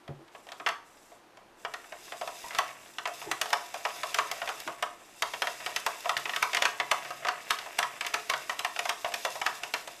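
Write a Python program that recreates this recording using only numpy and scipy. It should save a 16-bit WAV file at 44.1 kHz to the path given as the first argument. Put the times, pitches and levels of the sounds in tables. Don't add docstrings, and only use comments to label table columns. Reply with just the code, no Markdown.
import sys
import numpy as np
from scipy import signal
from scipy.fft import rfft, irfft, next_fast_len
from scipy.io import wavfile
from scipy.ndimage import uniform_filter1d, map_coordinates

SR = 44100
rng = np.random.default_rng(int(sys.argv[2]) if len(sys.argv) > 2 else 0)


def store_pcm(level_fs):
    pcm = np.round(np.clip(level_fs, -1, 1) * 32767).astype(np.int16)
    wavfile.write(sys.argv[1], SR, np.atleast_2d(pcm).T)


N = 441000
TOP_HZ = 13950
HARD_DB = -12.2

# frequency in Hz, level in dB.
AIR_COLOUR = [(12, -50), (20, -10), (65, -28), (85, -18.5), (170, -19), (229, -13.5), (249, -15),
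              (356, -6.5), (386, -12.5), (903, -12), (1040, -13), (14000, -39)]
# frequency in Hz, time to fall 60 dB in seconds.
ROOM_DECAY = [(150, 0.29), (1000, .42), (2500, 0.33), (12000, 0.36)]
# start in seconds, length in seconds.
CRANK_TURNS = [(0.302, .4), (0.825, 0.33), (1.558, 8.5)]
# frequency in Hz, level in dB.
RUB_COLOUR = [(4000, -39), (5900, -3.5), (6600, -12), (7200, -2.5), (7800, -1), (8600, -8), (13000, -13.5)]
# time in seconds, wet shredding in dB, drag relative to it in dB.
BITE = [(1.3, -69, -8), (1.74, -63, 3.5), (2.42, -49, -5), (2.53, -51, 9), (2.78, -59, 7.5),
        (3.03, -57.5, -9), (3.17, -50, 0.5), (3.6, -55, 2.5), (4.01, -48.5, 2.5), (4.66, -51.5, 2),
        (4.95, -68, 9), (5.21, -57, -4), (5.4, -49.5, -18), (5.62, -50.5, 5), (6.55, -49, -5),
        (6.95, -54, 8), (8.6, -52.5, 4), (8.94, -50, -10), (9.44, -50, 0.5), (10, -54.5, -0.5)]
# frequency in Hz, level in dB.
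SCRAPE_COLOUR = [(80, -23), (200, -16), (400, -11.5), (680, 5), (1000, -11.5), (1500, -3), (2700, -1),
                 (4000, -18), (9000, -59)]
# frequency in Hz, level in dB.
SHRED_COLOUR = [(800, -44), (2500, 3), (4200, 2), (5500, 4.5), (6800, -3), (9500, -3.5), (12800, -6),
                (14000, -5)]
# centre in Hz, width in Hz, lift in dB.
BLADE_RESONANCES = [(2710, 64, 9.5), (3570, 130, 5), (5000, 150, 4), (6630, 550, 7), (8750, 86, 0),
                    (9150, 650, 0), (12500, 360, 5)]
# start in seconds, length in seconds, level in dB, pitch in Hz.
CUCUMBER_CREAKS = [(2.432, 0.044, -40, 970), (3.251, 0.075, -47, 884)]
# frequency in Hz, level in dB, time to fall 60 dB in seconds.
BOARD_MODES = [(98, -25, 0.062), (141, -4, 0.15), (178, -18, 0.094), (226, -14, 0.08), (276, -6, 0.055),
               (337, 3.5, 0.11), (372, -7, 0.09), (540, -8, 0.06)]
# start in seconds, level in dB, lift of the upper modes in dB.
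BASE_THUDS = [(0.087, -35, -13), (0.19, -49.5, 13), (0.600, -50, 9), (3.259, -36, 1), (3.305, -40.5, 8),
              (4.663, -41.5, -4)]
# frequency in Hz, level in dB.
FRAME_COLOUR = [(40, -67.5), (200, -30), (290, -29), (450, -13.5), (650, -0.5), (1120, -3.5), (1450, -4.5),
                (2000, -6.5), (2900, -5), (4000, -11.5), (5800, -12), (9000, -20), (14000, -23.5)]
# centre in Hz, width in Hz, lift in dB.
FRAME_RESONANCES = [(137.5, 13, 21), (211, 27, 7), (315, 13, 6.5), (433, 33, 9.5), (627, 56, 2.5),
                    (700, 11, 8), (735, 23, 5), (973, 15, 13), (1102, 45, 9), (1271, 92, 6), (1524, 23, 2),
                    (1896, 500, 5), (2256, 66, 4), (2750, 220, 2), (3165, 47, 4), (3480, 140, 4)]
# frequency in Hz, time to fall 60 dB in seconds.
FRAME_DECAY = [(60, 0.13), (350, 0.21), (700, 0.094), (1100, 0.12), (2000, 0.035), (4500, 0.035),
               (12000, 0.016)]
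CRANK_CLACKS = [(0.077, -34.5, -9, -13.5, -24), (0.278, -44, -21, -23, -25), (0.348, -35, -13, -18, -45),
                (0.467, -36.5, -6, -13, -21), (0.487, -34.5, -22, -21, -20), (0.518, -27.5, -24, -19, -19),
                (0.598, -29.5, -20, -12, -38), (0.662, -13, -25.5, -20, -32), (0.671, -19.5, -31, -5, -17),
                (0.687, -18.5, -22, -16, -19), (1.115, -42, 1, -9, -25), (1.371, -39, -5, -12, -16),
                (1.648, -20.5, -21, -17.5, -40), (1.737, -22.5, -22, -15, -18), (1.841, -40, -14, -12, -26),
                (1.921, -28.5, -10.5, -14, -26), (2.12, -25, -12.5, -14, -27), (2.211, -21.5, -7, -10, -25),
                (2.274, -23.5, -8.5, -6, -15), (2.506, -28.5, -21, -12, -24), (2.547, -21.5, -29, -15, -16),
                (2.585, -11, -20, -8.5, -11.5), (2.983, -22.5, -24, -19, -23),
                (3.054, -18, -25.5, -17, -26), (3.073, -22, -7, -7.5, -13), (3.313, -14, -23, -14, -7),
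                (3.413, -12.5, -20, -19, -6.5), (3.456, -25, -12, -13, -14), (3.503, -26, -10, -16, -7),
                (3.529, -10.5, -16.5, -11, -14.5), (3.74, -23, -8.5, -12, -14),
                (3.85, -15.5, -17, -13.5, -27), (4.032, -18.5, -18.5, -15, -23),
                (4.143, -14, -22, -18, -10.5), (4.185, -11, -24, -12, -21.5),
                (4.313, -18.5, -13, -17, -6.5), (4.416, -20.5, -14.5, -11, -33),
                (4.474, -20.5, -23, -17, -31), (4.489, -19.5, -15, -9, -19), (4.601, -27, -32, -29, -2),
                (4.675, -21, -13.5, -11.5, -21), (4.824, -14.5, -18.5, -11.5, -17),
                (5.221, -12.5, -18.5, -12.5, -14), (5.335, -20, -23.5, -21.5, -36),
                (5.419, -13, -16.5, -18.5, -17.5), (5.47, -17, -19, -16, -24),
                (5.661, -18, -14.5, -13.5, -14.5), (5.761, -13, -25.5, -22, -12.5),
                (5.863, -13, -13, -7, -8.5), (6.055, -20, -5.5, -7.5, -26), (6.092, -13, -24, -10, -20.5),
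                (6.166, -14, -27, -22, -25), (6.254, -20, -27, -20.5, -33), (6.293, -19.5, -23, -18, -29),
                (6.334, -20.5, -30, -21, -42), (6.361, -16, -25, -15, -12), (6.425, -10, -18, -11, -13.5),
                (6.531, -15.5, -27.5, -24, -25), (6.546, -12.5, -27, -23.5, -14),
                (6.568, -11.5, -26.5, -20, -22), (6.621, -10.5, -19.5, -17.5, -16),
                (6.652, -9.5, -30, -16.5, -21), (6.799, -13.5, -22, -17.5, -31),
                (6.913, -9.5, -18, -12, -12.5), (7.047, -30, -22.5, -13, -16.5), (7.104, -25, -4, -3, -10),
                (7.248, -20, -9, -9, -22), (7.268, -20, -19, -14, -23), (7.284, -13.5, -26, -13.5, -25),
                (7.505, -10, -29, -14.5, -12), (7.586, -22, -27.5, -24, -23), (7.661, -29.5, -3, -4, -17),
                (7.787, -10.5, -16, -13.5, -10.5), (7.827, -15, -27.5, -12.5, -25),
                (8.008, -18, -25, -16.5, -16), (8.047, -22, -22.5, -13.5, -26),
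                (8.064, -17, -24, -27, -11.5), (8.139, -11.5, -22.5, -19.5, -18.5),
                (8.297, -12, -23, -13.5, -11.5), (8.335, -15.5, -19.5, -12.5, -26),
                (8.494, -16.5, -22.5, -13.5, -22), (8.591, -18, -21, -14.5, -9),
                (8.646, -14.5, -24, -13.5, -15), (8.761, -23.5, -19, -15, -22),
                (8.79, -16, -16.5, -19, -13.5), (8.853, -19.5, -11, -9.5, -14), (8.892, -11, -25, -14, -15),
                (9.045, -17, -14, -10, -27), (9.118, -28, -20, -22, -26), (9.139, -16, -18, -18.5, -7.5),
                (9.249, -14.5, -6.5, -12, -11), (9.354, -26.5, -12, -12, -25), (9.414, -18, -21, -14, -20),
                (9.462, -11.5, -22.5, -16.5, -20), (9.633, -20, -18.5, -17, -16.5),
                (9.737, -13, -21, -17, -16.5), (9.874, -26.5, -10, -14, -8)]


def amp(db):
    return 10 ** (np.asarray(db) / 20)


def unit(x):
    return x / np.sqrt(np.mean(x ** 2) + 1e-20)


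def along(points, hz):
    freqs, values = np.transpose(points)
    return np.interp(np.log(hz + 1), np.log(freqs + 1), values)


def lift(resonances, hz):
    return sum(db / (1 + (2 * (hz - centre) / width) ** 2) for centre, width, db in resonances)


def curves(rows):
    times, *columns = np.transpose(rows)
    return [np.interp(np.arange(N) / SR, times, column) for column in columns]


def wobble(rate):
    points = rng.standard_normal(int(N * rate / SR) + 4)
    return map_coordinates(points, [np.arange(N) * rate / SR], order=1)


def filtered(x, response):
    size = next_fast_len(N + SR // 2)
    return irfft(rfft(x, size) * response(np.fft.rfftfreq(size, 1 / SR)), size)[:N]


def coloured(x, colour, resonances=()):
    return unit(filtered(x, lambda hz: amp(along(colour, hz) + lift(resonances, hz))))


def grains(per_second, spread_db):
    hit = rng.random(N) < per_second / SR
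    return unit(hit * rng.standard_normal(N) * amp(spread_db * rng.standard_normal(N)))


def add(track, start, sound):
    part = track[max(round(start * SR), 0):][:len(sound)]
    part += sound[:len(part)]


def turning(spin_up_s=0.05, spin_down_s=0.07):
    t = np.arange(N) / SR
    return sum(np.clip(np.minimum((t - start) / spin_up_s, 1 - (t - start - length) / spin_down_s), 0, 1)
               for start, length in CRANK_TURNS)


def kitchen_air(level_db):
    return amp(level_db) * coloured(rng.standard_normal(N), AIR_COLOUR)


def kitchen_reverb(x, swell_s, treble_db, count=40):
    hz, t, spectra = signal.stft(rng.standard_normal((count, SR // 2)), SR, nperseg=256)
    colour_db = along([(3000, 0.008), (8000, treble_db)], hz)[:, None]
    decay_db = 60 * t / along(ROOM_DECAY, hz)[:, None]
    tails = signal.istft(spectra * amp(colour_db - decay_db), SR, nperseg=256)[1]
    tails *= 1 - np.exp(-np.arange(tails.shape[1]) / SR / swell_s)
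    out = np.zeros(N)
    for k, (part, tail) in enumerate(zip(np.array_split(x, count), tails)):
        add(out, k * N / count / SR, signal.fftconvolve(part, tail / np.linalg.norm(tail)))
    return out


def rubbing(level_db, flutter_db, full_cut_db=-51.5, follow=0.52):
    wet_db = curves(BITE)[0]
    rub_db = level_db + follow * (wet_db - full_cut_db) + flutter_db * wobble(110)
    return turning() * amp(rub_db) * coloured(rng.standard_normal(N), RUB_COLOUR)


def skin_crackle(level_db):
    wet_db = curves(BITE)[0]
    snaps = grains(per_second=40, spread_db=4.5)
    t = np.arange(SR // 100) / SR
    burst = rng.standard_normal(len(t)) * amp(-60 * t / 0.025)
    crackle = signal.fftconvolve(snaps, burst)[:N]
    return amp(wet_db + level_db) * coloured(crackle, SHRED_COLOUR, BLADE_RESONANCES)


def cutting(scrape_db, shred_db, ripple_db):
    wet_db, drag_db = curves(BITE)
    slips = grains(per_second=2000, spread_db=1.5) * amp(2.15 * wobble(30))
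    scrape = coloured(slips, SCRAPE_COLOUR, FRAME_RESONANCES)
    cells = grains(per_second=12000, spread_db=2.0) * amp(2.2 * wobble(40) + 1.62 * wobble(6.9))
    fine_hz = np.linspace(0, TOP_HZ, 300)
    fine_db = ripple_db * rng.standard_normal(len(fine_hz))

    def plate(hz):
        return amp(along(SHRED_COLOUR, hz) + lift(BLADE_RESONANCES, hz) + np.interp(hz, fine_hz, fine_db))

    shred = unit(filtered(cells, plate))
    return amp(wet_db) * (amp(drag_db + scrape_db) * scrape + amp(shred_db) * shred)


def creaks(slips_per_s):
    out = np.zeros(N)
    for start, length, db, hz in CUCUMBER_CREAKS:
        t = np.arange(round(length * SR)) / SR
        travel = np.cumsum(rng.exponential(slips_per_s / SR, len(t)))
        slips = np.diff(np.floor(travel), prepend=0)
        ring = (np.sin(2 * np.pi * hz * t) + 0.17 * np.sin(4 * np.pi * hz * t)) * amp(-60 * t / 0.043)
        creak = signal.fftconvolve(slips * rng.standard_normal(len(t)), ring)[:len(t)]
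        add(out, start, amp(db) * unit(creak) * np.sin(np.pi * t / length))
    return out


def thuds(level_db, upper_db, shudder_s, band_hz):
    t, out = np.arange(SR // 3) / SR, np.zeros(N)
    band = signal.butter(2, band_hz, "bandpass", fs=SR)
    for start, db, knock in BASE_THUDS:
        ring = sum(amp(level + (knock + upper_db) * (hz > 280) - 60 * t / t60) * np.cos(2 * np.pi * hz * t)
                   for hz, level, t60 in BOARD_MODES)
        force = rng.standard_normal(len(t)) * t / shudder_s * np.exp(-t / shudder_s)
        thud = signal.lfilter(*band, signal.fftconvolve(force, ring))
        add(out, start, amp(db + level_db) * thud / np.abs(thud).max())
    return out


def shoves(level_db, rise_s):
    age, out = np.arange(SR // 20) / SR / rise_s, np.zeros(N)
    for start, db, _, _, snap in CRANK_CLACKS:
        if db > HARD_DB:
            add(out, start, amp(level_db + db + snap) * age * np.exp(-age))
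    return out


def ticks(count, over_shred_db=18.5, knock_db=-17.5, ring_db=-15, snap_db=-31, scatter_db=1.5):
    wet_db = curves(BITE)[0]
    work = np.cumsum(turning() * amp(wet_db / 2))
    at = np.searchsorted(work, work[-1] * (np.arange(count) + rng.random(count)) / count)
    levels = [over_shred_db, knock_db, ring_db, snap_db] + scatter_db * rng.standard_normal((count, 4))
    levels[:, 0] += wet_db[at]
    return np.column_stack([at / SR, levels])


def grazes(lead_s=0.004, level_db=-16, snap_db=-4):
    return [(start - lead_s, db + level_db, knock, ring, snap + snap_db)
            for start, db, knock, ring, snap in CRANK_CLACKS if db > HARD_DB]


def contact_click(level_db, hz):
    t = np.arange(SR // 200) / SR
    return amp(level_db) * np.sin(2 * np.pi * hz * t) * np.exp(-t * hz * 2)


def clacks(level_db, knock_db, ring_db, snap_db, attack_s, lag_s, sustain, vary_db, count=640):
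    t = np.arange(SR // 5) / SR
    hz = (np.arange(count) + 2 + rng.uniform(-.25, .25, count)) * TOP_HZ / count
    resonance_db = lift(FRAME_RESONANCES, hz)
    t60 = along(FRAME_DECAY, hz) * amp(sustain * resonance_db / (1 + (hz / 2200) ** 4))
    modes = np.exp((2j * np.pi * hz - np.log(1000) / t60)[:, None] * t)
    colour = amp(along(FRAME_COLOUR, hz) + resonance_db) / np.sqrt(t60)
    base = np.exp(-(np.log2(hz / 590) / 0.51) ** 2)
    upright = np.exp(-(np.log2(hz / 1120) / 0.53) ** 2)
    treble = np.log(1 + (hz / 3200) ** 2) / 2.5
    starts, db, knock, ring, snap = np.vstack([CRANK_CLACKS, ticks(count=18), grazes()]).T
    tone_db = np.outer(knock + knock_db, base) + np.outer(ring + ring_db, upright)
    tone_db += np.outer(snap + snap_db, treble)
    chance = rng.random((len(starts), 2, count))
    favour = unit(uniform_filter1d(chance[:, 0] - .5, size=9, axis=1))
    strikes = colour * amp(tone_db + vary_db * favour) * np.exp(2j * np.pi * chance[:, 1])
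    strikes /= np.linalg.norm(strikes, axis=1, keepdims=True)
    bodies = (strikes @ modes).real * (1 - np.exp(-t / attack_s))
    click = contact_click(level_db=-5, hz=5050)
    out = np.zeros(N)
    for start, gain, body, hardness in zip(starts + lag_s, amp(db + level_db), bodies, amp(snap + snap_db)):
        add(out, start, gain * body)
        add(out, start, gain * hardness * click)
    return out


def scene():
    hits = clacks(level_db=-2.1, knock_db=16.0, ring_db=12.5, snap_db=14.0,
                  attack_s=0.00075, lag_s=0.0008, sustain=0.57, vary_db=2)
    hits += thuds(level_db=2, upper_db=5.0, shudder_s=0.0098, band_hz=[95, 706])
    hits += creaks(slips_per_s=400)
    low_end = shoves(level_db=-24.0, rise_s=0.0016)
    room = amp(-8.0) * kitchen_reverb(hits, swell_s=0.0026, treble_db=0)
    blade = cutting(scrape_db=-1.5, shred_db=1.17, ripple_db=3.0) + skin_crackle(level_db=-8.5)
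    bed = rubbing(level_db=-56.5, flutter_db=2) + kitchen_air(level_db=-58.5)
    return (hits + low_end + room + turning() * blade + bed)[None]


def record(dry):
    return filtered(dry[0], lambda hz: 1 / (1 + (hz / TOP_HZ) ** 160))[None]


dry = scene()
out = record(dry)
store_pcm(out)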